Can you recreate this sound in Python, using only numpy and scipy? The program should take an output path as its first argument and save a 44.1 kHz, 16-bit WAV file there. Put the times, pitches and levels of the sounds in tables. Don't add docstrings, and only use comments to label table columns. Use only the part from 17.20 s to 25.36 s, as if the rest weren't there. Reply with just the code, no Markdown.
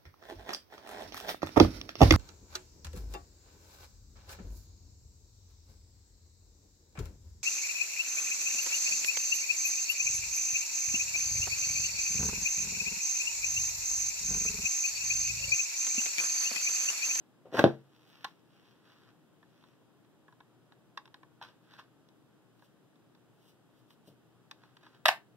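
import sys
import numpy as np
from scipy import signal
from scipy.fft import rfft, irfft, next_fast_len
from scipy.io import wavfile
from scipy.ndimage import map_coordinates

SR = 44100
rng = np.random.default_rng(int(sys.argv[2]) if len(sys.argv) > 2 else 0)


def generate_wav(sig):
    pcm = np.round(np.clip(np.atleast_2d(sig).T, -1, 1) * 32767).astype(np.int16)
    wavfile.write(sys.argv[1], SR, pcm)


N = 359856


def card_cutting():
    # peak time in seconds, level in dB, rise and fall in seconds.
    presses = [(.256, -52.5, .006, .07), (.343, -34.5, .018, .06)]
    # start in seconds, relative level in dB.
    cracks = [(0.3514, -30), (0.381, -21.5), (0.389, -20), (0.392, -8), (0.3956, -10)]
    # frequency in Hz, relative level in dB.
    card_colour = [(40, -39.5), (130, -6.5), (520, -5.5), (1050, -3), (1290, -9.5), (1560, -4),
                   (1900, -6.5), (2300, -12), (3500, -14), (6000, -23.5), (8500, -35.5), (15000, -33)]
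    creak_colour = [(40, -30.5), (120, -9), (330, 1), (620, -1.5), (1100, -15.5), (3000, -29.5),
                    (9000, -50.5)]
    palm = sum(stroke(*row) for row in presses)
    y = palm * friction(creak_colour, slips_per_s=900, spread_db=1, smooth_db=-7)
    y += blade_gain() * friction(card_colour, slips_per_s=1900, spread_db=2, smooth_db=-8.5)
    for s, db in cracks:
        add(y, s, amp(db + 13.5) * contact(card_colour, tilt_db=-3, rattle_db=5.5, rattle_s=.014))
    return in_room(y, wet_db=-5)


def blade_gain():
    bite_s, break_s, bottom_s = .341, .392, .44
    shear_db, growth_db_per_s, rub_db = -41.5, 130, -42
    rise_s, fall_s = .02, .096
    t = np.arange(N) / SR
    level_db = np.where(t < break_s, shear_db + growth_db_per_s * np.maximum(t - bite_s, 0), rub_db)
    fade_db = 20 * (np.maximum(bite_s - t, 0) / rise_s + np.maximum(t - bottom_s, 0) / fall_s)
    return amp(level_db - fade_db)


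def table_thumps():
    # start in seconds, relative level in dB.
    thumps = [(0.326, -39.5), (.398, -16.5), (0.441, -3)]
    # start in seconds, relative level in dB.
    pats = [(6.875, -49), (6.892, -56), (6.915, -63.5)]
    # frequency in Hz, relative level in dB, ring time in seconds.
    table_modes = [(135, -12, 0.41), (226.6, -8, 0.25), (280, -15.5, 0.19), (336.3, 1, 0.17),
                   (397, -1.5, 0.13), (449, -16, 0.33), (535, -16.5, 0.23), (603, -18.5, 0.22),
                   (807, -7, 0.12), (910, -16, 0.14)]
    # frequency in Hz, relative level in dB.
    thud = [(20, -60), (45, -22), (75, -20), (125, -1.5), (180, -3), (350, -1.5), (510, 3), (780, -6),
            (1220, -18), (1580, -14.5), (2200, -31.5), (3600, -24), (5000, -36.5), (8000, -57),
            (15000, -62)]
    y, side = np.zeros(N), np.zeros(N)
    for s, db in thumps:
        push = contact(thud, tilt_db=1, rattle_db=-15, rattle_s=.034)
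        judder, sway = [contact(thud, tilt_db=-.5, rattle_db=19, rattle_s=.17) for _ in range(2)]
        add(y, s, amp(db + 13) * judder - amp(db + 17) * push)
        add(y, s, amp(db + 11) * ring(table_modes, size=16384))
        wall_echo = contact(thud, tilt_db=-6.5, rattle_db=-4, rattle_s=.022)
        add(y, s + .022, amp(db + 4) * wall_echo)
        add(side, s, amp(db + 7) * sway)
    for s, db in pats:
        add(y, s, amp(db + 21.5) * contact(thud, tilt_db=-22, rattle_db=7, rattle_s=.15))
    return in_room(y, wet_db=-14, delay_s=.006) + np.array([side, -side])


def tray_snap():
    # start in seconds, relative level in dB, treble boost in dB.
    snaps = [(7.8551, -11, 0.5), (7.8576, -8, 2.5), (7.8637, -16, -2), (7.8823, -10, 4.5),
             (7.888, -6.5, -4)]
    # frequency in Hz, relative level in dB.
    catch_colour = [(60, -36), (150, -31), (300, -27), (510, -26.5), (640, -2.5), (850, -4), (1150, 0),
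                    (1400, -7), (1720, -2), (2200, -6), (3100, -5), (4600, -12.5), (6000, -25),
                    (8500, -27.5), (15000, -30)]
    # frequency in Hz, relative level in dB, ring time in seconds.
    tray_modes = [(642, 6.5, 0.046), (1095, 1, 0.07), (1248, -9, 0.079), (1385.6, -8.5, 0.033),
                  (1732, -4, 0.11), (2360, -7.5, 0.07), (2817, -3, 0.054), (3450, -6.5, 0.081),
                  (4100, -11.5, 0.0584)]
    y = np.zeros(N)
    for s, db, bright_db in snaps:
        crack = contact(catch_colour, tilt_db=bright_db, rattle_db=15, rattle_s=.014)
        walls = ring(tray_modes, stretch=np.exp(rng.normal(0, .0049)))
        add(y, s, amp(db + 14.5) * (crack + amp(-11) * walls))
    return in_room(y, wet_db=-5.5)


def shell_clicks():
    # start in seconds, relative level in dB, treble boost in dB.
    clicks = [(1.0439, -25, 3), (1.0474, -24, -3.5), (1.049, -34, -3.5), (2.228, -48, -7.5),
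              (2.438, -48, -3), (3.081, -45, -8.5), (3.125, -48.5, -3), (3.204, -42, -8.5),
              (3.521, -46.5, -1), (3.774, -27, -1), (3.7761, -33.5, -1.5), (3.855, -45, 0), (3.876, -48, 0),
              (3.942, -38, 0), (4.031, -42.5, -6), (4.213, -33, -7.5), (4.536, -45, 5),
              (4.589, -38.5, -8.5), (4.887, -54.5, 10), (5.422, -48, -6.5), (5.949, -54.5, 4),
              (6.705, -49, 3), (7.3115, -33, 5), (7.435, -47, -2), (7.568, -46, 3), (7.633, -48, -4),
              (7.665, -43.5, -6)]
    # frequency in Hz, relative level in dB.
    tick_colour = [(60, -32.5), (200, -23), (550, -15.5), (920, 0.5), (1300, -6), (1650, -5), (2200, -7),
                   (3000, -11), (3700, -3.5), (4600, -12), (5800, -19), (8000, -33.5), (15000, -36)]
    # frequency in Hz, relative level in dB, ring time in seconds.
    shell_modes = [(879, -2.5, 0.055), (1027, 1, 0.051), (1105, -3, 0.056), (1366, -8, 0.04),
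                   (1539, -5.5, 0.046), (1727, -0.5, 0.041), (2740, -13, 0.013), (3900, -17, 0.02)]
    faint_ticks = [(rng.uniform(1.8, 6.2), rng.uniform(-59.5, -56.5), 0) for _ in range(5)]
    y = np.zeros(N)
    for s, db, bright_db in clicks + faint_ticks:
        tick = contact(tick_colour, tilt_db=bright_db, rattle_db=14, rattle_s=.018)
        shell = ring(shell_modes, stretch=np.exp(rng.normal(0, .045)))
        ring_db = -4.5 - .98 * bright_db
        add(y, s, amp(db + 14) * norm(tick + amp(ring_db) * shell))
    return in_room(y, wet_db=-12)


def handling():
    # peak time in seconds, level in dB, rise in seconds.
    pulls = [(.75, -72, 0.13), (.92, -65.5, 0.34), (1.03, -62, .4), (1.36, -69, 0.18), (1.485, -68, .25),
             (1.715, -65.5, .12), (2.455, -70.5, 0.34)]
    # peak time in seconds, level in dB, rise and fall in seconds.
    scrapes = [(1.73, -67, .3, 0.26), (1.885, -64.5, .15, 0.053), (4.224, -49.5, 0.0113, .1),
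               (4.54, -57.5, .1, 0.11), (4.598, -51, .04, 0.015), (7.45, -67.5, .13, 0.18),
               (7.67, -59.5, .09, .055), (7.75, -61, .05, 0.06)]
    # peak time in seconds, level in dB, rise in seconds.
    brushes = [(.92, -71, .17), (1.09, -72.5, .3), (5.45, -71, 0.12), (6.295, -68.5, .16), (6.6, -73, .12),
               (6.71, -67.5, 0.042), (6.878, -63, 0.031)]
    # frequency in Hz, relative level in dB.
    paper_colour = [(200, -24), (800, -0.5), (1550, 0.5), (2200, -1), (3400, 2), (4600, -6.5), (5800, -5.5),
                    (7500, -32.5), (15000, -17.5)]
    plastic_colour = [(300, -18.5), (1000, 0), (1600, 2), (2200, -7.5), (3400, -4), (4600, -9), (5800, -16),
                      (8000, -29.5), (15000, -29)]
    skin_colour = [(500, -59), (3000, 9.5), (7500, -3), (10000, -2.5), (14500, -2.5)]
    pull_gain = np.max([stroke(*row, fall_s=.17) for row in pulls], axis=0)
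    scrape_gain = np.max([stroke(*row) for row in scrapes], axis=0)
    brush_gain = np.max([stroke(*row, fall_s=.051) for row in brushes], axis=0)
    card = pull_gain * friction(paper_colour, slips_per_s=700, spread_db=4, smooth_db=-3)
    plastic = scrape_gain * friction(plastic_colour, slips_per_s=1500, spread_db=6, smooth_db=-1)
    fingers = brush_gain * friction(skin_colour, slips_per_s=2000, spread_db=2.5, smooth_db=-2)
    pressure = amp(1.5 * wobble(points_per_s=30))
    return in_room(card + pressure * (plastic + fingers), wet_db=-4.5)


def ventilation():
    # frequency in Hz, level in dB.
    tones = [(120, -77), (311, -75.5)]
    # frequency in Hz, relative level in dB.
    air_colour = [(25, -31), (55, -27), (90, -18), (103, -13.5), (118, -3.5), (170, -4), (210, -7),
                  (330, -6), (560, -14), (1550, -21.5), (2350, -28.5), (3200, -26.5), (5000, -34),
                  (15500, -39.5)]
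    t = np.arange(N) / SR
    hum = sum(amp(db) * np.sin(2 * np.pi * (hz * t + rng.random())) for hz, db in tones)
    return amp(-65) * coloured(diffuse(N), air_colour) + hum


def in_room(x, wet_db, delay_s=.005):
    # frequency in Hz, seconds to fade by 60 dB.
    echo_times = [(100, .3), (260, .22), (700, .18), (1800, .19), (5000, .16), (14000, .18)]
    hz, t, spectra = signal.stft(diffuse(SR // 3), SR, nperseg=256)
    fade = amp(-60 * t / along(echo_times, hz)[:, None])
    tail = signal.istft(spectra * fade, SR, nperseg=256)[1]
    tail = np.pad(norm(tail), ((0, 0), (round(delay_s * SR), 0)))
    return x + amp(wet_db) * signal.fftconvolve(x[None], tail, axes=1)[:, :N]


def diffuse(n):
    # frequency in Hz, likeness (1 same, -1 opposite).
    likeness = [(50, 0.29), (130, 0.24), (300, 0.26), (640, 0.68), (1400, 0.83), (2500, 0.13),
                (6000, -0.44), (12000, 0)]
    angle = lambda hz: np.arccos(along(likeness, hz)) / 2
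    shares = lambda hz: np.array([np.cos(angle(hz)), np.sin(angle(hz))])
    mid, side = filtered(rng.standard_normal((2, n)), shares)
    return np.array([mid + side, mid - side])


def contact(colour, tilt_db, rattle_db, rattle_s, size=8192):
    t, hz = np.arange(size) / SR, np.fft.rfftfreq(size, 1 / SR)
    envelope = amp(-60 * t / rattle_s) * (1 - np.exp(-t / .001))
    force = amp(rattle_db) * norm(rng.standard_normal(size) * envelope)
    force[0] += 1
    colour_db = along(colour, hz) + tilt_db * np.log2(1 + np.minimum(hz, 5000) / 1000)
    cepstrum = irfft(np.log(amp(colour_db)))
    cepstrum[1:size // 2] *= 2
    cepstrum[size // 2 + 1:] = 0
    response = irfft(np.exp(rfft(cepstrum)))
    return norm(signal.fftconvolve(force, response)[:size])


def ring(modes, stretch=1, size=8192):
    t = np.arange(size) / SR
    tones = np.zeros(size)
    for hz, db, ring_s in modes:
        fade = amp(db + rng.normal(0, 1.5) - 60 * t / ring_s)
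        tones += fade * np.sin(2 * np.pi * (stretch * hz * t + rng.random()))
    return norm(tones * (1 - np.exp(-t / .0015)))


def friction(colour, slips_per_s, spread_db, smooth_db):
    slips = (rng.random(N) < slips_per_s / SR) * rng.standard_normal(N)
    slips *= amp(spread_db * np.clip(rng.standard_normal(N), -2, 2))
    hiss = amp(smooth_db) * rng.standard_normal(N)
    return coloured(unit(slips) + hiss, colour)


def stroke(peak_s, db, rise_s, fall_s):
    t = np.arange(N) / SR - peak_s
    return amp(db - 20 * np.maximum(-t / rise_s, t / fall_s))


def wobble(points_per_s):
    points = rng.standard_normal(int(N * points_per_s / SR) + 4)
    return map_coordinates(points, [np.arange(N) * points_per_s / SR])


def amp(db):
    return 10 ** (np.asarray(db) / 20)


def unit(x):
    return x / np.sqrt(np.mean(x ** 2) + 1e-20)


def norm(x):
    return x / np.sqrt(np.sum(x ** 2) + 1e-20)


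def along(points, hz):
    freqs, values = np.transpose(points)
    return np.interp(np.log(hz + 1), np.log(freqs + 1), values)


def filtered(x, response):
    n = x.shape[-1]
    size = next_fast_len(n + SR // 4)
    return irfft(rfft(x, size) * response(np.fft.rfftfreq(size, 1 / SR)), size)[..., :n]


def coloured(x, colour):
    return unit(filtered(x, lambda hz: amp(along(colour, hz))))


def add(track, s, x):
    part = track[round(s * SR):][:len(x)]
    part += x[:len(part)]


def scene():
    return card_cutting() + table_thumps() + tray_snap() + shell_clicks() + handling() + ventilation()


def record(dry):
    # centre in Hz, width in Hz, depth from 0 to 1.
    hollows = [(2180, 260, 0.2), (4350, 220, .4), (6666, 290, 0.5)]
    # frequency in Hz, left minus right in dB.
    balance = [(80, 6), (160, 3.5), (400, 1.5), (700, 1), (1700, -0.5), (5000, 1), (8000, 2.5), (13000, 2)]
    lag_s, bass_hz, top_hz = 15 / SR, 48, 15750
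    treble = lambda hz: np.clip((hz - 1400) / 1200, 0, 1)
    left = filtered(dry[0], lambda hz: np.exp(-2j * np.pi * hz * lag_s * treble(hz)))
    right = dry[1]
    dips = lambda hz: sum(depth * np.exp(-((hz - at) / width) ** 2) for at, width, depth in hollows)
    mid = filtered((left + right) / 2, lambda hz: 1 - dips(hz))
    side = (left - right) / 2
    lean = lambda hz: amp(along(balance, hz) * np.array([[.5], [-.5]]))
    pair = filtered(np.array([mid + side, mid - side]), lean)
    pair = signal.sosfilt(signal.butter(2, bass_hz, "highpass", fs=SR, output="sos"), pair)
    return filtered(pair, lambda hz: hz < top_hz)


dry = scene()
out = record(dry)
generate_wav(out)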